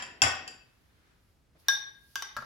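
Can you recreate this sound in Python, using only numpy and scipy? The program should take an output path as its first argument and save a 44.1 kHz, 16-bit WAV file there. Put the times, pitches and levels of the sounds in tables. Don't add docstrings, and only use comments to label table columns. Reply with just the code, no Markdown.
import sys
import numpy as np
from scipy import signal
from scipy.fft import rfft, irfft
from scipy.io import wavfile
from scipy.ndimage import uniform_filter1d

SR = 44100
rng = np.random.default_rng(int(sys.argv[2]) if len(sys.argv) > 2 else 0)


def dump_mix(stems):
    frames = np.atleast_2d(stems).T
    limited = np.clip(frames, -1, 1)
    pcm = np.round(limited * 32767).astype(np.int16)
    wavfile.write(sys.argv[1], SR, pcm)


N = 108045
LEAD = SR // 10
T = np.arange(SR * 3 // 4) / SR

# start in seconds, pile ring in dB, its tilt in dB per octave, loose spoon in dB,
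# clash in dB, clash decay in seconds, clash tilt in dB per octave. Levels are relative within a layer.
CUTLERY_HITS = [(-.045, -31, 0, -44, -9, .014, -3), (0.023, -39.5, 2.5, -49, -22, .003, -1),
                (0.2193, -18, 0, -41.5, 1, 0.0013, 3.5), (0.2244, -21, 2.5, -32.5, -10, .005, -0.5),
                (.2355, -15.5, -3, -44.5, -4, .012, -4.5), (.266, -29, -3.5, -45, -13, .018, -8),
                (.4775, -42.5, 2, -46, -22, .002, 4)]
# pitch in Hz, level in dB, t60 in seconds.
PILE_MODES = [(753, -8.5, 0.15), (773, -8.5, 0.12), (1507.6, -5.5, .14), (1864.5, -10.5, 0.18),
              (2513, -8, 0.054), (2611, -2, .1), (3250, -7.5, .06), (5500, -11, .05), (7104, -7, .07),
              (7226, 3, 0.037), (8468, -12.5, 0.085), (13900, -29.5, .04)]
LOOSE_SPOON_MODES = [(4745, -3, .24), (6850, -5, .1), (7302, -2, .14), (10250, -9, .16)]
# frequency in Hz, gain in dB.
CLASH_EQ = [(100, -13.5), (400, -11), (800, 2.5), (1600, 7.5), (3200, 5.5), (4300, -4.5), (4800, 2.5),
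            (5600, 4), (6400, -13), (7100, -4), (8000, -14), (9500, -23), (11500, -13), (13000, -36.5),
            (15000, -25.5)]
DRAWER_SPOT = dict(direct_db=.5, near_db=-2, room_db=-1.5, left_db=2.5, lag_s=.0003)


def cutlery():
    out = np.zeros((2, N))
    for start, pile_db, pile_tilt, loose_db, clash_db, decay_s, clash_tilt in CUTLERY_HITS:
        pile = amp(pile_db) * ring(PILE_MODES, pile_tilt) / 2
        loose_spoon = amp(loose_db) * ring(LOOSE_SPOON_MODES)
        clash = amp(clash_db) * 2 * colour(burst(decay_s), CLASH_EQ, clash_tilt)
        hit = np.zeros(N + LEAD)
        add(hit, start, pile + loose_spoon + clash)
        out += place(low_cut(hit, hz=200), **DRAWER_SPOT)
    return out


# start in seconds, relative level in dB.
THUMP_HITS = [(0.224, -23.5), (0.264, -34)]
# pitch in Hz, level in dB, t60 in seconds.
DRAWER_MODES = [(86, -3.5, 0.49), (115, -1, 0.29), (282.4, -5.5, .2)]
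# time in seconds, level in dB.
ROLL_FADER = [(0, -58), (.13, -59.5), (0.198, -64.5), (.33, -60.5), (.52, -61), (.62, -73), (.72, -95)]
# frequency in Hz, gain in dB.
RUNNER_EQ = [(30, -21.5), (110, -1), (300, -1.5), (550, -3.5), (1000, -11), (3000, -28), (16000, -48.5)]


def drawer():
    thumps = np.zeros(N + LEAD)
    attack = 1 - np.exp(-T / .008)
    for start, db in THUMP_HITS:
        add(thumps, start, amp(db) * ring(DRAWER_MODES) * attack / 2)
    return thumps[LEAD:] + fader(ROLL_FADER) * wide_noise(RUNNER_EQ)


# start in seconds, glass in dB, its tilt in dB per octave,
# its pitch ratio, its ring time ratio, spoon in dB, relative tick level in dB.
WALL_CLINKS = [(1.6843, -17, -4.5, 1, 1, -32.5, -8.5), (2.1563, -21.5, -14, 0.98, 0.44, -39, -16.5),
               (2.223, -37, 2.5, 1, 0.27, -41, -22.5)]
# start in seconds, ring in dB, relative tick level in dB.
BOTTOM_KNOCKS = [(2.366, -23.5, -27.5), (2.3691, -26.5, -50), (2.3716, -28.5, -30.5), (2.3774, -29, -56),
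                 (2.3864, -26, -51), (2.423, -29.5, -43)]
# pitch in Hz, level in dB, t60 in seconds.
GLASS_MODES = [(1620, -2, 0.19), (3663, 8.5, 0.058), (3657, -16, 0.41), (5764, 14, 0.037),
               (5768, -24.5, 0.24), (9970, -11, 0.052), (12300, -25, .03), (14600, -20, 0.038)]
HELD_SPOON_MODES = [(407, -3, 0.031), (892, 10, 0.021), (1113, 5.5, 0.048), (2064, -3, 0.06),
                    (3055, 0, 0.045), (4544, -3.5, .06), (4860, 1.5, 0.056), (8200, -2.5, .03)]
BOTTOM_MODES = [(128, -24, 0.25), (231, -20, 0.066), (612, -11.5, 0.031), (934, -10, 0.026),
                (1182, -4.5, 0.023), (1329, -0.5, 0.023), (1622, -8, 0.036), (4740, -14, 0.012)]
# frequency in Hz, gain in dB.
TICK_EQ = [(100, -40.5), (250, -51), (420, -27.5), (600, -6), (950, 7.5), (2000, 12.5), (2600, 7.5),
           (5800, 11.5), (7200, 0.5), (9000, -2.5), (12500, 4.5), (16000, -4.5)]
JAR_SPOT = dict(direct_db=-4.5, near_db=-6.5, room_db=-5, left_db=1.16, lag_s=.00001)


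def spoon_in_jar():
    def tick(db):
        return amp(db) * 2 * colour(burst(decay_s=.0009), TICK_EQ)

    out = np.zeros(N + LEAD)
    for start, glass_db, tilt_db, pitch, length, spoon_db, tick_db in WALL_CLINKS:
        glass = amp(glass_db) * ring(GLASS_MODES, tilt_db, pitch, length)
        spoon = amp(spoon_db) * ring(HELD_SPOON_MODES)
        add(out, start, glass + spoon + tick(tick_db))
    out = low_cut(out, hz=325)
    for start, ring_db, tick_db in BOTTOM_KNOCKS:
        add(out, start, amp(ring_db) * ring(BOTTOM_MODES) + tick(tick_db))
    return place(out, **JAR_SPOT)


# frequency in Hz, gain in dB.
BUMP_EQ = [(60, -13), (200, 3.5), (350, -0.5), (600, -5), (1500, -16), (4000, -25), (16000, -61)]


def hand_bump():
    out = np.zeros(N + LEAD)
    thud = amp(-16.5) * colour(burst(decay_s=.047), BUMP_EQ)
    add(out, start_s=1.55, sound=thud)
    return place(out, **JAR_SPOT)


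# time in seconds, soft swish in dB, fine hiss in dB.
SLEEVE_FADERS = [(0, -68, -97), (.7, -71, -79), (.85, -73.5, -78), (1.1, -69, -82.5), (1.3, -80, -78),
                 (1.52, -93, -90), (1.57, -69.5, -84), (1.6, -81.5, -65.5), (1.68, -60.5, -79),
                 (1.951, -79, -75.5), (2.121, -79, -65), (2.3, -74, -76), (2.45, -83, -69)]
# frequency in Hz, gain in dB.
SWISH_EQ = [(100, -4), (300, 3.5), (700, -6), (1500, 1), (4000, -8), (8000, -18.5), (16000, -29)]
HISS_EQ = [(100, -18.5), (1500, -9), (5000, 3), (8000, -10), (11000, 3), (15000, -6), (16500, -6.5)]


def sleeve():
    swish, hiss = fader(SLEEVE_FADERS, column=1), fader(SLEEVE_FADERS, column=2)
    return np.array([swish * noise(SWISH_EQ) + hiss * noise(HISS_EQ) for ear in range(2)])


# frequency in Hz, gain in dB.
ROOM_TONE_EQ = [(20, -19.5), (50, -1.5), (80, -1.5), (130, -6.5), (250, -14.5), (600, -22), (2000, -29.5),
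                (7000, -36), (16000, -46)]


def room_tone():
    return amp(-68) * wide_noise(ROOM_TONE_EQ)


# frequency in Hz, side gain in dB.
RUMBLE_WIDTH = [(30, -15), (120, -8.5), (300, -7), (800, -1.5), (16000, -7.5)]


def wide_noise(eq):
    mid, side = noise(eq), colour(noise(eq), RUMBLE_WIDTH)
    return np.array([mid + side, mid - side])


# frequency in Hz, t60 in seconds.
REVERB_TIMES = [(80, 0.18), (250, 0.91), (700, 0.45), (1800, .58), (4000, 0.48), (7000, 0.32), (14000, .3)]
# frequency in Hz, gain in dB.
REVERB_EQ = [(60, -3), (1000, 0), (6000, 2), (9000, -5.5), (11500, -1.5), (13200, -11), (16000, -8.5)]
REVERB_WIDTH = [(60, -13), (150, -12), (400, -4), (1000, -1), (16000, -3)]


def reflections(near_db, room_db):
    hz, t, bands = signal.stft(rng.standard_normal((2, len(T))), SR, nperseg=256)
    decay = amp(-60 * t / curve_at(REVERB_TIMES, hz)[:, None])
    tails = signal.istft(bands * decay, SR, nperseg=256)[1][:, :len(T)]
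    attack = 1 - np.exp(-T / .0027)
    spectrum = rfft(tails * attack)
    contour = np.sqrt(uniform_filter1d(abs(spectrum) ** 2, size=40, axis=1))
    fade_out = np.minimum(2 - 2 * T / T[-1], 1) ** 2
    tails = amp(room_db) * irfft(spectrum / contour, len(T)) * fade_out
    mid, side = (colour(tail + amp(near_db) * burst(decay_s=.0086), REVERB_EQ) for tail in tails)
    side = colour(side, REVERB_WIDTH)
    return np.array([mid + side, mid - side]) / np.sqrt(2)


def place(x, direct_db, near_db, room_db, left_db, lag_s):
    response = reflections(near_db, room_db)
    response[0, 0] += amp(direct_db)
    response[1, round(lag_s * SR)] += amp(direct_db)
    pan = amp([[left_db / 2], [-left_db / 2]])
    return signal.fftconvolve(x[None], response, axes=1)[:, LEAD:LEAD + N] * pan


def ring(modes, tilt_db=0, pitch=1, length=1):
    sines = np.zeros(len(T))
    for hz, db, t60 in modes:
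        level_db = db + tilt_db * np.log2(hz / modes[0][0])
        sines += amp(level_db - 60 * T / (t60 * length)) * np.sin(2 * np.pi * hz * pitch * T)
    attack = 1 - np.exp(-T / .0006)
    return sines * attack


def burst(decay_s):
    x = rng.standard_normal(len(T)) * np.exp(-T / decay_s)
    return x / np.linalg.norm(x)


def noise(eq):
    x = colour(rng.standard_normal(N + LEAD), eq)[LEAD:]
    return x / x.std()


def colour(x, eq, tilt_db=0):
    size = 8192
    hz = abs(np.fft.fftfreq(size, 1 / SR))
    octaves = np.log2(np.maximum(hz, 500) / 3000)
    log_gain = np.log(amp(curve_at(eq, hz) + tilt_db * octaves))
    response = np.exp(np.conj(signal.hilbert(log_gain)))
    taps = np.fft.ifft(response).real[:size // 2]
    return signal.fftconvolve(x, taps)[:len(x)]


def low_cut(x, hz):
    return signal.sosfilt(signal.butter(3, hz, "high", fs=SR, output="sos"), x)


def curve_at(points, hz):
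    frequencies, values = np.transpose(points)
    return np.interp(np.log(hz + 1), np.log(frequencies + 1), values)


def fader(moves, column=1):
    columns = np.transpose(moves)
    return amp(np.interp(np.arange(N) / SR, columns[0], columns[column]))


def add(track, start_s, sound):
    part = track[max(round(start_s * SR) + LEAD, 0):][:len(sound)]
    part += sound[:len(part)]


def amp(db):
    return 10 ** (np.asarray(db) / 20)


def scene():
    return cutlery() + drawer() + hand_bump() + spoon_in_jar() + sleeve() + room_tone()


def record(dry):
    high_cut = signal.firwin(511, 16500, window=("kaiser", 9), fs=SR)
    return signal.oaconvolve(dry, high_cut[None], "same")


dry = scene()
out = record(dry)
dump_mix(out)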